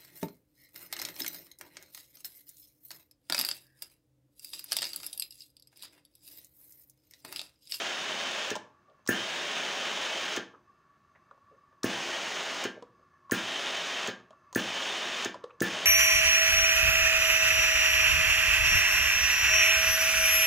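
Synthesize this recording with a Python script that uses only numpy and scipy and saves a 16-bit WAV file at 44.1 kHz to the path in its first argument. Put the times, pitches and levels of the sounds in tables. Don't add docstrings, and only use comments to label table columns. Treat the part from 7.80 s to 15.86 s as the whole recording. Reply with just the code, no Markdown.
import sys
import numpy as np
from scipy import signal
from scipy.fft import rfft, irfft, next_fast_len
from scipy.io import wavfile
from scipy.ndimage import uniform_filter1d

SR = 44100
rng = np.random.default_rng(int(sys.argv[2]) if len(sys.argv) > 2 else 0)


def voltage_ratio(level):
    return 10 ** (np.asarray(level, float) / 20)


def master_out(mix):
    frames = np.transpose(np.atleast_2d(mix))
    ceiling = np.clip(frames, -1, 1)
    pcm = np.round(ceiling * 32767).astype(np.int16)
    wavfile.write(sys.argv[1], SR, pcm)


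N = 355336

# snap_s, strike_s (steam starts), thump_s, strike_db, snap_hz
PRESSES = [
    (1.275, 1.288, 1.2928, -16, 5900),
    (4.0329, 4.041, 4.0448, -25, 6000),
    (5.5112, 5.5176, 5.5232, -17.5, 6680),
    (6.7492, 6.757, 6.7625, -18.5, 6680),
    (7.8049, 7.8183, 7.816, -18.5, 6020),
]
# snap_s, drop_s (plunger falls), thump_s, snap_db
RELEASES = [
    (.7038, .712, .716, -19.5),
    (2.563, 2.57, 2.578, -18),
    (4.8394, 4.85, 4.853, -18),
    (6.2736, 6.283, 6.287, -20.5),
    (7.4475, 7.455, 7.46, -17),
]


def evened(x):
    return x / np.sqrt(np.mean(x ** 2) + 1e-20)


def read(points, hz):
    f, value = np.transpose(points)
    return np.interp(np.log(hz + 1), np.log(f + 1), value)


def add(mix, start_s, sound):
    part = mix[round(start_s * SR):][:len(sound)]
    part += sound[:len(part)]


def noise(spectrum, size):
    hz = np.fft.rfftfreq(size, 1 / SR)
    white = rng.standard_normal(size)
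    return evened(irfft(rfft(white) * voltage_ratio(read(spectrum, hz)), size))


def drift(seconds, size):
    span = max(round(seconds * SR), 2)
    wander = uniform_filter1d(rng.standard_normal(size), span)
    return evened(uniform_filter1d(wander, span))


def resonate(x, hz, width_hz):
    turn = np.exp(2j * np.pi * np.cumsum(hz * np.ones(len(x))) / SR)
    pole = np.exp(-2 * np.pi * width_hz / SR)
    smooth = signal.lfilter([1], np.poly([pole] * 3), x / turn)
    return evened((turn * smooth).real)


def ring(modes, t, longer=0.88, flip=1):
    out = np.zeros(len(t))
    for k, (hz, db, t60) in enumerate(modes):
        out += flip ** k * voltage_ratio(db - 60 * t / (t60 * longer)) * np.sin(2 * np.pi * hz * t)
    return out


def room(x):
    # pitch_hz, t60_s
    decay = [(150, 0.54), (400, 0.38), (1040, 0.44), (2760, 0.3), (6500, .28), (8500, 0.22), (12000, 0.24),
             (15000, 0.081)]
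    echoes = np.zeros(SR)
    at = np.arange(200, SR - 20, 20)
    echoes[at + rng.integers(0, 20, len(at))] = rng.choice([-1., 1.], len(at))
    hz, t, z = signal.stft(echoes, SR, nperseg=256)
    fading = z * voltage_ratio(-60 * t / read(decay, hz)[:, None])
    tail = signal.istft(fading, SR, nperseg=256)[1]
    return signal.fftconvolve(x, tail / np.linalg.norm(tail))[:N]


def still_air():
    # pitch_hz, level_db per Hz
    floor = [(18, -25), (40, 1.5), (90, -0.5), (184, -6), (500, -16.5), (1000, -16.5), (1500, -18.5),
             (2350, -25), (6050, -32), (9000, -41.5), (16000, -44.5)]
    return voltage_ratio(-69) * noise(floor, N)


def boiler():
    # pitch_hz, width_hz, level_db
    shell_modes = [(364, 21, -14), (630, 29, -15), (1150, 68, .2), (1230, 140, -5.5), (1350, 70, -12),
                   (1740, 100, -9.5), (2220, 90, -21.5), (2660, 50, -21.5), (4900, 200, -28),
                   (6280, 140, -27)]
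    bubbles = rng.standard_normal(N) * voltage_ratio(1.2 * drift(0.052, N))
    waver = 1 + 0.008 * drift(0.065, N)
    shell = np.zeros(N)
    for hz, width, db in shell_modes:
        shell += voltage_ratio(db + 1.9 * drift(0.055, N)) * resonate(bubbles, hz * waver, width)
    start_db, rise_db_per_s = -71.3, 0.85
    return voltage_ratio(start_db + rise_db_per_s * np.arange(N) / SR) * shell


def grip_rubs():
    # start_s, level_db, pitch_hz, length_s
    rubs = [(1.078, -63.5, 580, .074), (1.096, -72, 3300, .012), (2.735, -58.5, 420, 0.035),
            (2.737, -55, 1110, 0.033), (3.35, -60, 1750, .03), (3.348, -70, 700, .041),
            (3.505, -64, 600, .028), (3.704, -60, 470, .06), (4.962, -45.5, 524, .036),
            (5.09, -58, 130, .05), (5.19, -65, 480, .045), (7.704, -58, 2400, .014)]
    out, t = np.zeros(N), np.arange(6000) / SR
    for s, db, hz, length in rubs:
        swell = t / (0.27 * length) * np.exp(1 - t / (0.26 * length))
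        add(out, s, voltage_ratio(db) * resonate(rng.standard_normal(len(t)), hz, 0.3 * hz) * swell)
    return out


def handle_taps():
    # pitch_hz, level_db per Hz
    scratch_colour = [(1500, -22), (3000, 6), (7000, -3.5), (10500, -19), (12000, -36.5), (15000, -31)]
    # start_s, level_db
    ticks = [(1.192, -56), (3.356, -54), (3.475, -62), (3.511, -44), (3.545, -57), (3.577, -53),
             (3.926, -53.5), (5.07, -55), (5.195, -58), (6.529, -48), (7.635, -49), (7.695, -46.5),
             (7.706, -49)]
    # start_s, level_db, shell_hz, hollow_db re shell, hollow_hz
    stops = [
        (.754, -28.5, 920, -16, 730),
        (.763, -28, 855, -10.5, 608),
        (5.024, -42.5, 984, 2, 483),
        (6.4, -56.5, 1230, -4, 350),
        (6.506, -49.5, 1150, -3.5, 630),
        (7.543, -39, 1000, -7, 590),
        (7.554, -48, 1300, 1.5, 585),
        (7.6395, -38, 1125, -0.5, 482),
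    ]
    # start_s, level_db, shell_hz, scratch_db re shell
    slack = [
        (1.263, -46, 1120, -4.5),
        (4.03, -38, 1200, -22),
        (5.496, -37.5, 1080, -22),
        (6.728, -41, 1000, -13),
        (7.799, -49, 1620, -10.5),
    ]
    shell_hz, hollow_hz = 1150, 556
    taps = [(s, db, shell_hz, -15, hollow_hz, -27) for s, db in ticks]
    taps += [(*row, -11.5) for row in stops]
    taps += [(s, db, hz, -20.5, hollow_hz, scratch_db) for s, db, hz, scratch_db in slack]

    out, t = np.zeros(N), np.arange(6000) / SR
    fall = voltage_ratio(-60 * t / 0.044) * (1 - np.exp(-t / 0.00064))
    scrape = (1 - np.exp(-t / 0.00041)) * (np.exp(-t / 0.0022) + 0.096 * np.exp(-t / 0.012))
    for s, db, hz, low_db, low_hz, scratch_db in taps:
        white = rng.standard_normal(len(t))
        knock = np.sin(2 * np.pi * hz * t) + 0.63 * resonate(white, hz, 400)
        hollow = np.sin(2 * np.pi * low_hz * t) + 0.49 * resonate(white, low_hz, 160)
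        scratch = noise(scratch_colour, len(t)) * scrape
        tap = knock * fall
        tap += voltage_ratio(low_db + 5.5) * hollow * fall ** 0.79
        tap += voltage_ratio(scratch_db + 4.5) * scratch
        add(out, s, voltage_ratio(db) * tap)
    return out


def trigger_switch():
    # pitch_hz, level_db per Hz
    crack_colour = [(290, -36), (500, -13), (1370, -4.5), (2560, -11), (4200, -4), (6050, 0), (8340, -6),
                    (9230, -16), (11700, -28), (14300, -15), (15400, -15), (16300, -18)]
    # start_s, peak_db
    chatter = [
        (.7542, -27),
        (.7607, -28),
        (1.2547, -50),
        (6.728, -33),
    ]
    snaps = [(s, -19, hz, 0.22) for s, _, _, _, hz in PRESSES]
    snaps += [(row[0], row[-1], 6700, 0.3) for row in RELEASES + chatter]

    out, t = np.zeros(N), np.arange(1024) / SR
    shape = (1 - np.exp(-t / 0.00033)) * (np.exp(-t / 0.0014) + 0.15 * np.exp(-t / 0.011))
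    for s, db, hz, thin in snaps:
        crack = noise(crack_colour, len(t))
        crack = (1 - thin) * crack + thin * resonate(crack, hz, 900)
        add(out, s, voltage_ratio(db - 5) * crack * shape)
    return out


def housing_thumps():
    # pitch_hz, level_db, t60_s
    housing = [(128, -17, 0.16), (188, -24, 0.5), (210, -24, 0.067), (255, -31, 0.12), (358, -23, 0.2),
               (420, -25, .15), (472, -19.5, .25)]
    # start_s, peak_db, pitch_hz
    thumps = [(row[2], -13.6, 325) for row in PRESSES]
    thumps += [(row[2], -25.5, 370) for row in RELEASES]
    thumps += [(7.822, -21.5, 230)]

    lead_s = 0.004
    out, t = np.zeros(N), np.arange(12000) / SR
    for s, db, hz in thumps:
        turns = hz * (t - lead_s) * np.where(t > lead_s, 0.8, 1.1)
        bell = np.exp(-(turns / 0.5) ** 2)
        push = -np.cos(2 * np.pi * turns) * bell
        push -= bell * push.sum() / bell.sum()
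        after = ring(housing, t, flip=-0.96) * (1 - np.exp(-(t / 0.006) ** 2))
        add(out, s - lead_s, voltage_ratio(db) * (push + after))
    return out


def shut_booms():
    out, t = np.zeros(N), np.arange(12000) / SR
    for _, drop_s, _, _ in RELEASES:
        boom = resonate(rng.standard_normal(len(t)), 401, 130) * t / 0.0046 * np.exp(1 - t / 0.005)
        add(out, drop_s - 0.002, voltage_ratio(-36) * boom)
    return out


def valve_plunger():
    # pitch_hz, level_db, t60_s
    body = [(1607, -1.5, 0.048), (1751, 3, 0.067), (1402, -7.5, 0.13), (1700, -8, 0.11),
            (2640, -16.5, 0.033)]
    # pitch_hz, width_hz, level_db
    rattles = [(6580, 160, -4), (8000, 1200, -9.5), (9600, 300, -7.5), (10000, 1000, -6),
               (12000, 1500, -14), (14400, 500, -4), (15300, 700, -.5)]
    # start_s, ring_db, sizzle_db, stretch of the ring, bounce_db re ring
    strikes = []
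    for _, s, _, db, _ in PRESSES:
        harder_db = db + 18
        strikes.append((s, db, -32.5 + harder_db, 1.15 + 0.05 * harder_db, -7))
    strikes += [(row[1], -27, -56, 1.1, -6) for row in RELEASES]

    out, t = np.zeros(N), np.arange(12000) / SR
    for s, ring_db, sizzle_db, longer, bounce_db in strikes:
        white = rng.standard_normal(len(t))
        sizzle = voltage_ratio(-5.5) * white * np.exp(-t / 0.006)
        for hz, width, db in rattles:
            sizzle += voltage_ratio(db) * resonate(white, hz, width)
        sizzle *= (1 - np.exp(-t / 0.00097)) * (np.exp(-t / 0.0044) + 0.28 * np.exp(-t / 0.028))
        blow = ring(body, t, longer, flip=-0.99) * (1 - np.exp(-(t / 0.0016) ** 2))
        blow *= 0.17 + 0.81 * np.exp(-t / 0.0028)
        shaken = sum(resonate(white, hz, 45) for hz, _, _ in body[:2])
        shaken = shaken * t / 0.0239 * np.exp(1 - t / (0.017 * longer))
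        add(out, s, voltage_ratio(ring_db) * (blow + 0.115 * shaken) + voltage_ratio(sizzle_db) * sizzle)
        add(out, s + 0.0051, voltage_ratio(ring_db + bounce_db) * blow)
    return out


def steam(open_s, shut_s, flow_db, vent_db):
    # pitch_hz, level_db per Hz
    rush_colour = [(24, -66.5), (40, -40.5), (174, -8.5), (370, -4), (422, -3.5), (622, 1), (1000, -1.5),
                   (2820, -0.5), (3150, -3.5), (4540, -7.5), (6560, -17.5), (7000, -24.5), (9100, -41),
                   (15400, -120)]
    # pitch_hz, level_db per Hz
    fizz_colour = [(4000, -14.5), (6000, -3), (6600, -5.5), (7100, -7.5), (8100, -14), (10000, -20.5),
                   (11000, -26), (12500, -31), (13900, -34.5), (14600, -21), (15700, -23), (16300, -30)]
    # pitch_hz, width_hz, level_db
    cavities = [(361, 40, -20), (630, 130, -15.5), (1710, 250, -10), (5280, 130, -18.5), (6500, 260, -18)]
    # pitch_hz, width_hz, level_db
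    whistles = [(2590, 270, -13), (3057, 290, -13), (3164, 250, -11), (3536, 270, -11)]

    start = max(open_s, 0)
    size = next_fast_len(round((shut_s + 0.25 - start) * SR))
    t = start + np.arange(size) / SR
    age = t - open_s
    fresh = np.exp(-age / 0.45)
    left = np.exp(-np.maximum(t - shut_s, 0) / 0.024)
    speed = 1 - 0.33 * np.exp(-age / 0.024)

    white = rng.standard_normal((2, size))
    cavity, vents = np.zeros(size), np.zeros(size)
    for hz, width, db in cavities:
        cavity += voltage_ratio(db + 0.8 * drift(0.017, size)) * resonate(white[0], hz, width)
    for hz, width, db in whistles:
        vents += voltage_ratio(db + 1.5 * drift(0.05, size)) * resonate(white[1], hz * speed, width)
    vents *= voltage_ratio(vent_db + 3 * fresh) * (1 - np.exp(-age / 0.018))
    fizz = voltage_ratio(-9 + fresh + 0.72 * drift(0.002, size)) * noise(fizz_colour, size) * left ** 1.6

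    rush = noise(rush_colour, size)
    dull = signal.sosfiltfilt(signal.butter(2, 1910, fs=SR, output="sos"), rush)
    rush = rush - (rush - dull) * np.exp(-age / 0.022)

    jet = voltage_ratio(1.5) * rush + cavity + vents + fizz
    flutter_db = 0.71 * drift(0.006, size) + 0.43 * drift(0.08, size)
    level = voltage_ratio(flow_db - 1.5 * fresh + flutter_db + 3.5)
    return start, level * (1 - np.exp(-age / 0.0027)) * left * jet


def scene():
    # settled flow_db, vent_db re flow
    bursts = [
        (-42, 3.5),
        (-41.5, 3.5),
        (-41.5, 0),
        (-41.5, 4),
        (-41.5, 4),
        (-42, 3.5),
    ]
    leak_s, shut_lag_s = 0.004, 0.003
    opens = [-1.] + [row[1] - leak_s for row in PRESSES]
    shuts = [row[1] + shut_lag_s for row in RELEASES] + [N / SR]
    jets = np.zeros(N)
    for open_s, shut_s, levels in zip(opens, shuts, bursts):
        add(jets, *steam(open_s, shut_s, *levels))
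    knocks = valve_plunger() + shut_booms() + housing_thumps()
    clicks = trigger_switch() + handle_taps() + grip_rubs()
    wet = room(voltage_ratio(-10) * jets + voltage_ratio(-10.5) * knocks + voltage_ratio(-13.5) * clicks)
    return np.tile(jets + knocks + clicks + wet + boiler() + still_air(), (2, 1))


def top_cut(x):
    return signal.sosfilt(signal.butter(12, 16820, fs=SR, output="sos"), x)


def record(dry):
    bass_cut_hz, edge_hz = 110, 15760
    thin = signal.sosfilt(signal.butter(2, bass_cut_hz, "high", fs=SR, output="sos"), dry)
    band_limit = signal.firwin(511, edge_hz, window=("kaiser", 9), fs=SR)
    mix = signal.oaconvolve(thin, band_limit[None], "same")
    return top_cut(mix)


dry = scene()
out = record(dry)
master_out(out)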